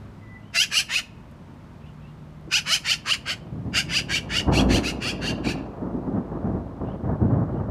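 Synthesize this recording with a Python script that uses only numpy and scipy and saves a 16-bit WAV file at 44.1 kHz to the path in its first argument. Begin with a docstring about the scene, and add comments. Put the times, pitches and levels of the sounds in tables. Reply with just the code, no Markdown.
"""Far traffic drones and birds call faintly; then a magpie on a railing beside a car park
chatters in three bursts and flies off, still calling. Each syllable is a rough upward sweep
of the syrinx through the resonances of throat and beak, echoed by concrete and parked cars.
A few small ticks sound close by; from about halfway, wind eddies buffet the microphone."""
import sys
import numpy as np
from scipy import signal
from scipy.fft import rfft, irfft, next_fast_len
from scipy.io import wavfile
from scipy.ndimage import uniform_filter1d

SR = 44100
rng = np.random.default_rng(int(sys.argv[2]) if len(sys.argv) > 2 else 0)


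def dump(signal):
    """Clip the signal to [-1, 1] and save it as 16-bit WAV at the path in sys.argv[1]."""
    limited = np.clip(np.atleast_2d(signal).T, -1, 1)
    pcm = np.round(limited * 32767).astype(np.int16)
    wavfile.write(sys.argv[1], SR, pcm)


N = 339570
TIME_S = np.arange(N) / SR
CUTOFF_HZ = 15300
PEAK_LEAD_S = 0.019  # effort peaks this long before the pitch crest

# road noise: freq_hz, gain_db
ROAD_SPECTRUM = [(12, -83.5), (20, -26), (35, -14.5), (49, -4), (194, -5), (229, -5.5), (263, -12),
                 (367, -16), (445, -20), (620, -19.5), (753, -23.5), (914, -21), (1310, -25.5),
                 (1510, -28.5), (15000, -58.5)]
# road noise: time_s, level_db
ROAD_LEVEL = [(0, -42.5), (.9, -46.5), (1.2, -44), (1.6, -43.5), (2.4, -44), (3.4, -44), (5.8, -45.5),
              (7.7, -47)]
# one curve per engine: time_s, pitch_hz, level_db
ENGINE_CURVES = [
    [(0, 103.4, -44), (.35, 106, -46), (.65, 107, -67)],
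    [(1.3, 148, -57.5), (2.0, 150.2, -45), (2.5, 153.3, -46), (3.1, 153, -55.5)],
]
# distant bird: time_s, pitch_hz, level_db
WHISTLE_CURVE = [(.23, 2030, -56.5), (.255, 1980, -57.5), (.32, 2000, -49.5), (.35, 1990, -50),
                 (.367, 1996, -41), (.39, 2010, -56.5), (.45, 2005, -65)]
# distant magpie: start_s, crest_s, opening_hz, crest_hz, level_db
FAR_MAGPIE_SYLLABLES = [(0.40, 0.50, 660, 790, -63), (1.795, 1.89, 600, 725, -60),
                        (1.985, 2.098, 610, 720, -60), (6.831, 6.929, 630, 787, -61),
                        (7.252, 7.35, 620, 778, -75.5), (7.499, 7.605, 613, 778, -70)]
# near magpie: start_s, crest_s, opening_hz, crest_hz, bend (1 even, more = late rise), roughness,
# level_db, swell_db, rasp_db, beak_hz, sizzle_db
MAGPIE_SYLLABLES = [(0.539, 0.63, 671, 875.0, 4.2, 0.2, -22.0, 2.5, -0.5, 5000, 2),
                    (0.704, 0.799, 475, 836.5, 1.21, 0.61, -22.5, 9.5, -0.5, 5040, 4),
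                    (0.881, 0.984, 430.7, 768, 1.64, 0.42, -23.5, 11, -4, 4600, 2),
                    (2.511, 2.58, 505.6, 887, 1.07, 0.36, -22.5, 0, -1, 4870.0, -2),
                    (2.649, 2.754, 430.6, 871, 1.11, 0.36, -22.5, 12, 0, 5300, 1.5),
                    (2.836, 2.932, 413.2, 851, 1.32, 0.43, -24, 10, 0.5, 4570, -1.5),
                    (3.046, 3.135, 392.4, 832.5, 1.19, 0.55, -23, 12, -1.5, 4370, -2.0),
                    (3.249, 3.322, 443.6, 780, 1.78, 0.6, -27, 9, -4, 4540.0, -3.5),
                    (3.729, 3.798, 578.3, 847, 2.64, 0.54, -22, 7, -2.5, 4900, -0.5),
                    (3.877, 3.989, 396.7, 812, 1.44, 0.34, -23.5, 14.5, -1.5, 4740, 0),
                    (4.083, 4.173, 488.6, 702, 1.7, 0.62, -24.5, 6.5, -4, 4650.0, -2.5),
                    (4.286, 4.393, 476.3, 799, 1.11, 0.46, -23.5, 12, -5, 4740, -1.5),
                    (4.514, 4.602, 388, 852, 1, 0.47, -28, 7, -0.5, 4400, -2),
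                    (4.686, 4.776, 445.6, 902, 1.03, 0.54, -29.0, 2, -2, 4270, 2.5),
                    (4.822, 4.897, 509, 742, 0.8, 0.48, -29.5, 5, -3, 4630, 2),
                    (5.003, 5.105, 457.4, 860, 1.23, 0.4, -29.5, 4, -3.5, 4580.0, 1),
                    (5.203, 5.301, 487.5, 877, 1.9, 0.5, -31, 6.0, -3, 4500.0, 0),
                    (5.432, 5.515, 506.4, 891, 1.82, 0.42, -32.5, 4, -4, 4270.0, -1)]
# throat and beak resonances: freq_hz, gain_db
THROAT_SPECTRUM = [(300, -45), (650, -21.5), (1100, -19.5), (1600, -6.5), (2000, -9.5), (2400, -1.5),
                   (2900, 1.5), (3400, -9), (3850, -10), (4900, -10), (6570, -12), (8370, -19.5),
                   (9790, -20.5), (15000, -36)]
# concrete and a wall: delay_s, gain_db
HARD_ECHOES = [(.0093, -11), (0.026, -29.5)]
# scattered share, rising as the bird flies off: time_s, scatter_db
SCATTER_CURVE = [(0, -27.5), (3.7, -29), (4.6, -26), (5.05, -19.5), (5.5, -18)]
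# close ticks and a knock: start_s, level_db, centre_hz, t60_s
TICK_EVENTS = [(1.312, -63, 11350, 0.043), (2.41, -62.5, 11000, 0.015), (2.473, -33, 290, 0.14)]
# wind noise: freq_hz, gain_db
WIND_SPECTRUM = [(20, -30.5), (38, -26.5), (54, 8.5), (80, 2), (125, 5), (245, 3.5), (290, 1.5),
                 (480, -10.5), (650, -11.5), (1170, -22), (1800, -35.5), (2600, -58.5), (4000, -91.5)]
# wind between gusts: time_s, buffet_db, rush_db, rumble_db, eddy_hz
BREEZE_CURVE = [(3.45, -42.5, -52, -61, 150), (3.75, -37.5, -52, -42.5, 157), (4.42, -36, -42.5, -45, 157),
                (4.79, -27, -31.5, -35, 209), (4.88, -34.5, -40, -37.5, 186), (5.6, -32, -40, -40.5, 186),
                (5.74, -41, -40.5, -46.5, 185), (6.0, -33.5, -40, -42, 205), (6.29, -41.5, -42, -45, 191),
                (6.58, -32, -38, -33, 165.4), (6.76, -38.5, -45, -45, 160), (7.45, -31.5, -39, -41.5, 152),
                (7.7, -29, -37.5, -43.5, 142.3)]
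# gusts: start_s, length_s, buffet_db, rush_db, rumble_db
GUST_EVENTS = [(3.505, 0.11, -32, -52.5, -53), (3.64, 0.042, -28, -43.5, -50), (4.274, 0.11, -43, -68, -38),
               (4.463, 0.15, -20.5, -26.5, -23.5), (4.59, 0.16, -21.5, -31.5, -20.5),
               (5.281, 0.05, -28, -38, -44), (5.45, 0.018, -23, -32.5, -35),
               (5.802, 0.054, -28.5, -37, -43), (5.919, 0.039, -25.5, -41, -36),
               (6.064, 0.023, -26.5, -40, -48), (6.127, .05, -22, -34.5, -51),
               (6.299, 0.062, -32, -39, -39), (6.419, 0.13, -26, -37, -36.5),
               (6.798, 0.13, -32, -37.5, -43), (7.021, 0.11, -26.5, -34.5, -35),
               (7.198, .05, -17, -33, -45), (7.285, .135, -20.5, -33, -43.5),
               (7.506, 0.1, -29.5, -40.5, -39)]


def from_db(db):
    """Decibels to gain."""
    return 10 ** (np.asarray(db) / 20)


def unit_rms(x):
    """Scale to rms 1."""
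    return x / np.sqrt(np.mean(x ** 2) + 1e-20)


def follow(curve):
    """Each value column of a curve, per sample."""
    time_s, *columns = np.transpose(curve)
    return [np.interp(TIME_S, time_s, column) for column in columns]


def gate(curve, fade_s):
    """1 while a curve lasts, fading to 0 outside it."""
    return np.clip(1 + np.minimum(TIME_S - curve[0][0], curve[-1][0] - TIME_S) / fade_s, 0, 1)


def butter(x, hz, kind, order=2):
    """Butterworth filter."""
    return signal.sosfilt(signal.butter(order, hz, kind, fs=SR, output="sos"), x)


def split(x, hz, order=4):
    """Low and high bands that sum to x."""
    low = signal.sosfiltfilt(signal.butter(order, hz, fs=SR, output="sos"), x)
    return low, x - low


def colour(x, spectrum):
    """Apply a spectrum table; rms 1."""
    hz, db = np.transpose(spectrum)
    size = next_fast_len(len(x))
    bins_hz = np.maximum(np.arange(size // 2 + 1) * SR / size, 1)
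    gain = from_db(np.interp(np.log(bins_hz), np.log(hz), db))
    return unit_rms(irfft(rfft(x, size) * gain, size)[:len(x)])


def flutter(size, rate_hz):
    """Random motion up to rate_hz; rms 1."""
    run_in = 4000
    return unit_rms(butter(rng.standard_normal(size + run_in), rate_hz, "low")[run_in:])


def flatten(x, window_s):
    """Hold short-term rms at 1, keeping the faster grain."""
    return x / np.sqrt(np.abs(uniform_filter1d(x ** 2, int(window_s * SR))) + 1e-9)


def convolve(x, response):
    """Apply an impulse response at unit energy."""
    return signal.fftconvolve(x, response / np.linalg.norm(response))[:len(x)]


def tone(curve, waver, waver_hz):
    """Sine with slightly unsteady pitch."""
    pitch_hz, level_db = follow(curve)
    phase = 2 * np.pi * np.cumsum(pitch_hz * (1 + waver * flutter(N, waver_hz))) / SR
    return np.sqrt(2) * np.sin(phase) * from_db(level_db) * gate(curve, fade_s=0.026)


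def traffic():
    """Far road noise and two engines droning in the car park."""
    level_db, = follow(ROAD_LEVEL)
    road = colour(rng.standard_normal(N), ROAD_SPECTRUM) * from_db(level_db)
    return road + sum(tone(engine, waver=0.01, waver_hz=13) for engine in ENGINE_CURVES)


def far_whistle():
    """A distant bird's short, nearly pure note."""
    return tone(WHISTLE_CURVE, waver=0.0038, waver_hz=83.3)


def air_pressure(t, start_s, crest_s, bend):
    """Climbs from 0 to 1 at the crest, then drops."""
    rise = np.clip((t - start_s) / (crest_s - start_s), 0, 1) ** bend
    fall = np.clip((t - crest_s) / .045, 0, 1)
    return uniform_filter1d(rise - fall, size=300)


def pulse_train(phase, pitch_hz, lag_rad=.16):
    """Equal harmonics; the high ones lag, so each pulse is a chirp."""
    return unit_rms(sum(np.cos(k * phase - lag_rad * k * k) * (k * pitch_hz < CUTOFF_HZ)
                        for k in np.arange(1, CUTOFF_HZ // 400)))


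def syrinx(t, start_s, crest_s, opening_hz, crest_hz, bend, roughness, end_roughness=.7):
    """Pulses sweep up and tip over; the membranes rattle at both ends and lock near the top."""
    progress = (t - start_s) / (crest_s - start_s)
    unlocked = np.clip(np.abs(progress - .7) / .48, 0, 1) ** 3
    roughness = roughness + end_roughness * unlocked
    pitch_hz = opening_hz * (crest_hz / opening_hz) ** air_pressure(t, start_s, crest_s, bend)
    pitch_hz *= 1 + 0.04116 * roughness * flutter(len(t), 150)
    phase = 2 * np.pi * np.cumsum(pitch_hz) / SR
    jittered = phase + .36 * roughness * flutter(len(t), 470)  # blurs mainly the high harmonics
    hiss = rng.standard_normal(len(t)) * (1 + 0.2 * np.cos(jittered))  # air escapes once a cycle
    # the throat tunes to harmonic 4, which rings unsteadily
    fourth = np.cos(4 * phase) * from_db(8.2 * flutter(len(t), 37))
    overtones = .4 * (np.cos(6 * phase) + np.sin(7 * phase) - np.cos(8 * phase))
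    ringing = np.clip(1 - roughness, 0, 1) * (fourth + overtones)
    shimmer = from_db(1.5 * roughness * flutter(len(t), 260))
    return (pulse_train(jittered, pitch_hz) + .5 * roughness * hiss) * shimmer + ringing


def far_magpie(band_hz=(2300, 3200)):
    """Distance leaves only the strongest throat resonance."""
    out = np.zeros(N)
    for start_s, crest_s, opening_hz, crest_hz, level_db in FAR_MAGPIE_SYLLABLES:
        first = int(start_s * SR)
        span = slice(first, first + SR // 7)
        voice = syrinx(TIME_S[span], start_s, crest_s, opening_hz, crest_hz,
                       bend=1, roughness=.4, end_roughness=.3)
        voice = flatten(butter(voice, band_hz, "band"), window_s=.02)
        out[span] += voice * np.sqrt(np.hanning(len(voice))) * from_db(level_db)
    return out


def effort(t, start_s, crest_s, swell_db, attack_s=0.026, sag_db_per_s=129, release_db_per_s=562.5):
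    """Syllable envelope in dB below its peak: attack, swell, sag, release."""
    peak_s = crest_s - PEAK_LEAD_S
    attack_db = 18 * np.maximum(1 - (t - start_s) / attack_s, 0) ** 2
    rise_db = swell_db * np.clip((peak_s - t) / (peak_s - start_s), 0, 1)
    sag_db = sag_db_per_s * np.maximum(t - peak_s, 0)
    release_db = release_db_per_s * np.maximum(t - crest_s - 0.0081, 0)
    return -(attack_db + rise_db + sag_db + release_db)


def scatter(x, share_db, t60_s):
    """Brief reflections off rails and branches, new at each turn of the head."""
    age_s = TIME_S[:SR // 50]
    spray = rng.standard_normal(len(age_s)) * from_db(-60 * age_s / t60_s) * np.minimum(age_s / .001, 1)
    return x + from_db(share_db) * convolve(x, spray)


def throat_body(band, hollow_db, past_peak_s, chest_hz=1940, ring_db=1, ring_width_s=0.023):
    """Low band: hollow while the beak is shut, ringing out at peak effort."""
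    chest, ring = split(scatter(band, share_db=-5, t60_s=.014), chest_hz, order=3)
    body = flatten(chest * from_db(hollow_db) + ring, window_s=0.013)
    return body * from_db(ring_db * np.exp(-(past_peak_s / ring_width_s) ** 2))


def beak_rasp(band, beak_hz, top_db, sizzle_hz=7650):
    """High band: coloured by the beak's resonance, with sizzle on top."""
    resonance = signal.lfilter(*signal.iirpeak(beak_hz, Q=8.7, fs=SR), band)
    rasp = scatter(band + from_db(-1) * resonance, share_db=-3, t60_s=.012)
    rasp, sizzle = split(flatten(rasp, window_s=.015), sizzle_hz, order=2)
    return rasp + sizzle * from_db(top_db)


def magpie(rasp_hz=3410, rasp_sag_db_per_s=77):
    """Syrinx through throat and beak; the rasp grows as the beak opens and dies first."""
    out = np.zeros(N)
    for (start_s, crest_s, opening_hz, crest_hz, bend, roughness,
         level_db, swell_db, rasp_db, beak_hz, sizzle_db) in MAGPIE_SYLLABLES:
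        first = int((start_s - .03) * SR)
        span = slice(first, first + SR // 4)
        t = TIME_S[span]
        effort_db = effort(t, start_s, crest_s, swell_db)
        past_peak_s = t - crest_s + PEAK_LEAD_S
        shut = np.clip(1 - (t - start_s) / (0.9 * (crest_s - start_s)), 0, 1)
        tight_db = 0.42 * swell_db  # a bigger swell starts with the beak shut tighter
        voice = syrinx(t, start_s, crest_s, opening_hz, crest_hz, bend, roughness)
        low, high = split(colour(voice, THROAT_SPECTRUM), rasp_hz)
        body = throat_body(low, (14 + tight_db) * shut, past_peak_s)
        top_db = sizzle_db + 1.5 + 0.45 * np.maximum(effort_db, -10) - 3.5 * shut
        dull_db = (5 + tight_db) * shut ** 2 + rasp_sag_db_per_s * np.maximum(past_peak_s, 0)
        rasp = beak_rasp(high, beak_hz, top_db) * from_db(rasp_db + 1.4 - dull_db)
        out[span] += (body + rasp) * from_db(level_db + effort_db)
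    return out


def outdoors(x, tail_t60_s=0.58, tail_hz=3800, spruce_t60_s=0.2, spruce_hz=9100, spruce_db=-10.5):
    """Hard echoes, bright scatter off a spruce, and a dull tail that swells as parked cars reflect."""
    echoes = sum(from_db(gain_db) * np.interp(TIME_S - delay_s, TIME_S, x, left=0)
                 for delay_s, gain_db in HARD_ECHOES)
    age_s = TIME_S[:SR]
    onset = np.minimum(age_s / 0.0042, 1)
    cars_db = 7.5 * np.exp(-((age_s - .08) / 0.011) ** 2)
    dull = butter(rng.standard_normal(SR), tail_hz, "low") * from_db(cars_db - 60 * age_s / tail_t60_s)
    bright = butter(rng.standard_normal(SR), spruce_hz, "high", order=1)
    bright *= from_db(-60 * age_s / spruce_t60_s)
    scatter_db, = follow(SCATTER_CURVE)
    tail = convolve(x * from_db(scatter_db), dull * onset)
    spruce = from_db(spruce_db) * convolve(x, bright * onset)
    return x + echoes + tail + spruce


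def ticks():
    """Two ticks and a knock: dying puffs of band-passed noise."""
    out = np.zeros(N)
    for start_s, level_db, centre_hz, t60_s in TICK_EVENTS:
        decay = (TIME_S > start_s) * from_db(-60 * np.clip((TIME_S - start_s) / t60_s, 0, 2))
        puff = butter(rng.standard_normal(N) * decay, [centre_hz / 1.9, centre_hz * 1.19], "band")
        out += puff * np.sqrt(SR / 2 / centre_hz) * from_db(level_db)
    return out


def wind_gains(attack_s=0.021, release_db_per_s=221):
    """Buffet, rush and rumble gains: gusts rise, hold and die away on top of the breeze."""
    power = (from_db(follow(BREEZE_CURVE)[:3]) * gate(BREEZE_CURVE, fade_s=0.65)) ** 2
    for start_s, length_s, *levels_db in GUST_EVENTS:
        rise = np.clip((TIME_S - start_s) / attack_s, 0, 1)
        fall = from_db(-release_db_per_s * np.clip(TIME_S - start_s - length_s, 0, 1))
        power += np.outer(from_db(levels_db), rise * fall) ** 2
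    return np.sqrt(power)


def wind(rumble_top_hz=74, buffet_mid_hz=175, rush_bottom_hz=383, lumps_db=1.5, swirl_db=1.4):
    """Eddies at the microphone port: large ones rumble and thump, small ones rush in quick lumps."""
    buffet_gain, rush_gain, rumble_gain = wind_gains()
    eddy_hz = follow(BREEZE_CURVE)[-1]
    large, small = split(colour(rng.standard_normal(N), WIND_SPECTRUM), rush_bottom_hz)
    deep, middle = split(large, rumble_top_hz)
    slow, quick = split(middle, buffet_mid_hz)
    rumble = flatten(deep, window_s=0.037) * rumble_gain * from_db(-3)
    tilt = (eddy_hz / buffet_mid_hz) ** 5.2  # faster eddies shift the buffeting up
    buffet = flatten(slow + quick * tilt, window_s=.04) * buffet_gain
    rush = flatten(small * from_db(lumps_db * flutter(N, 70)), window_s=0.081) * rush_gain
    return (rumble + buffet + rush) * from_db(swirl_db * flutter(N, 14))


def scene():
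    """Birds in open air over traffic, wind and ticks; mono."""
    birds = magpie() + far_magpie() + far_whistle()
    return (outdoors(birds) + traffic() + wind() + ticks())[None]


def record(dry):
    """Steep elliptic low-pass."""
    return signal.sosfilt(signal.ellip(12, .1, 90, CUTOFF_HZ, fs=SR, output="sos"), dry)


dry = scene()
out = record(dry)
dump(out)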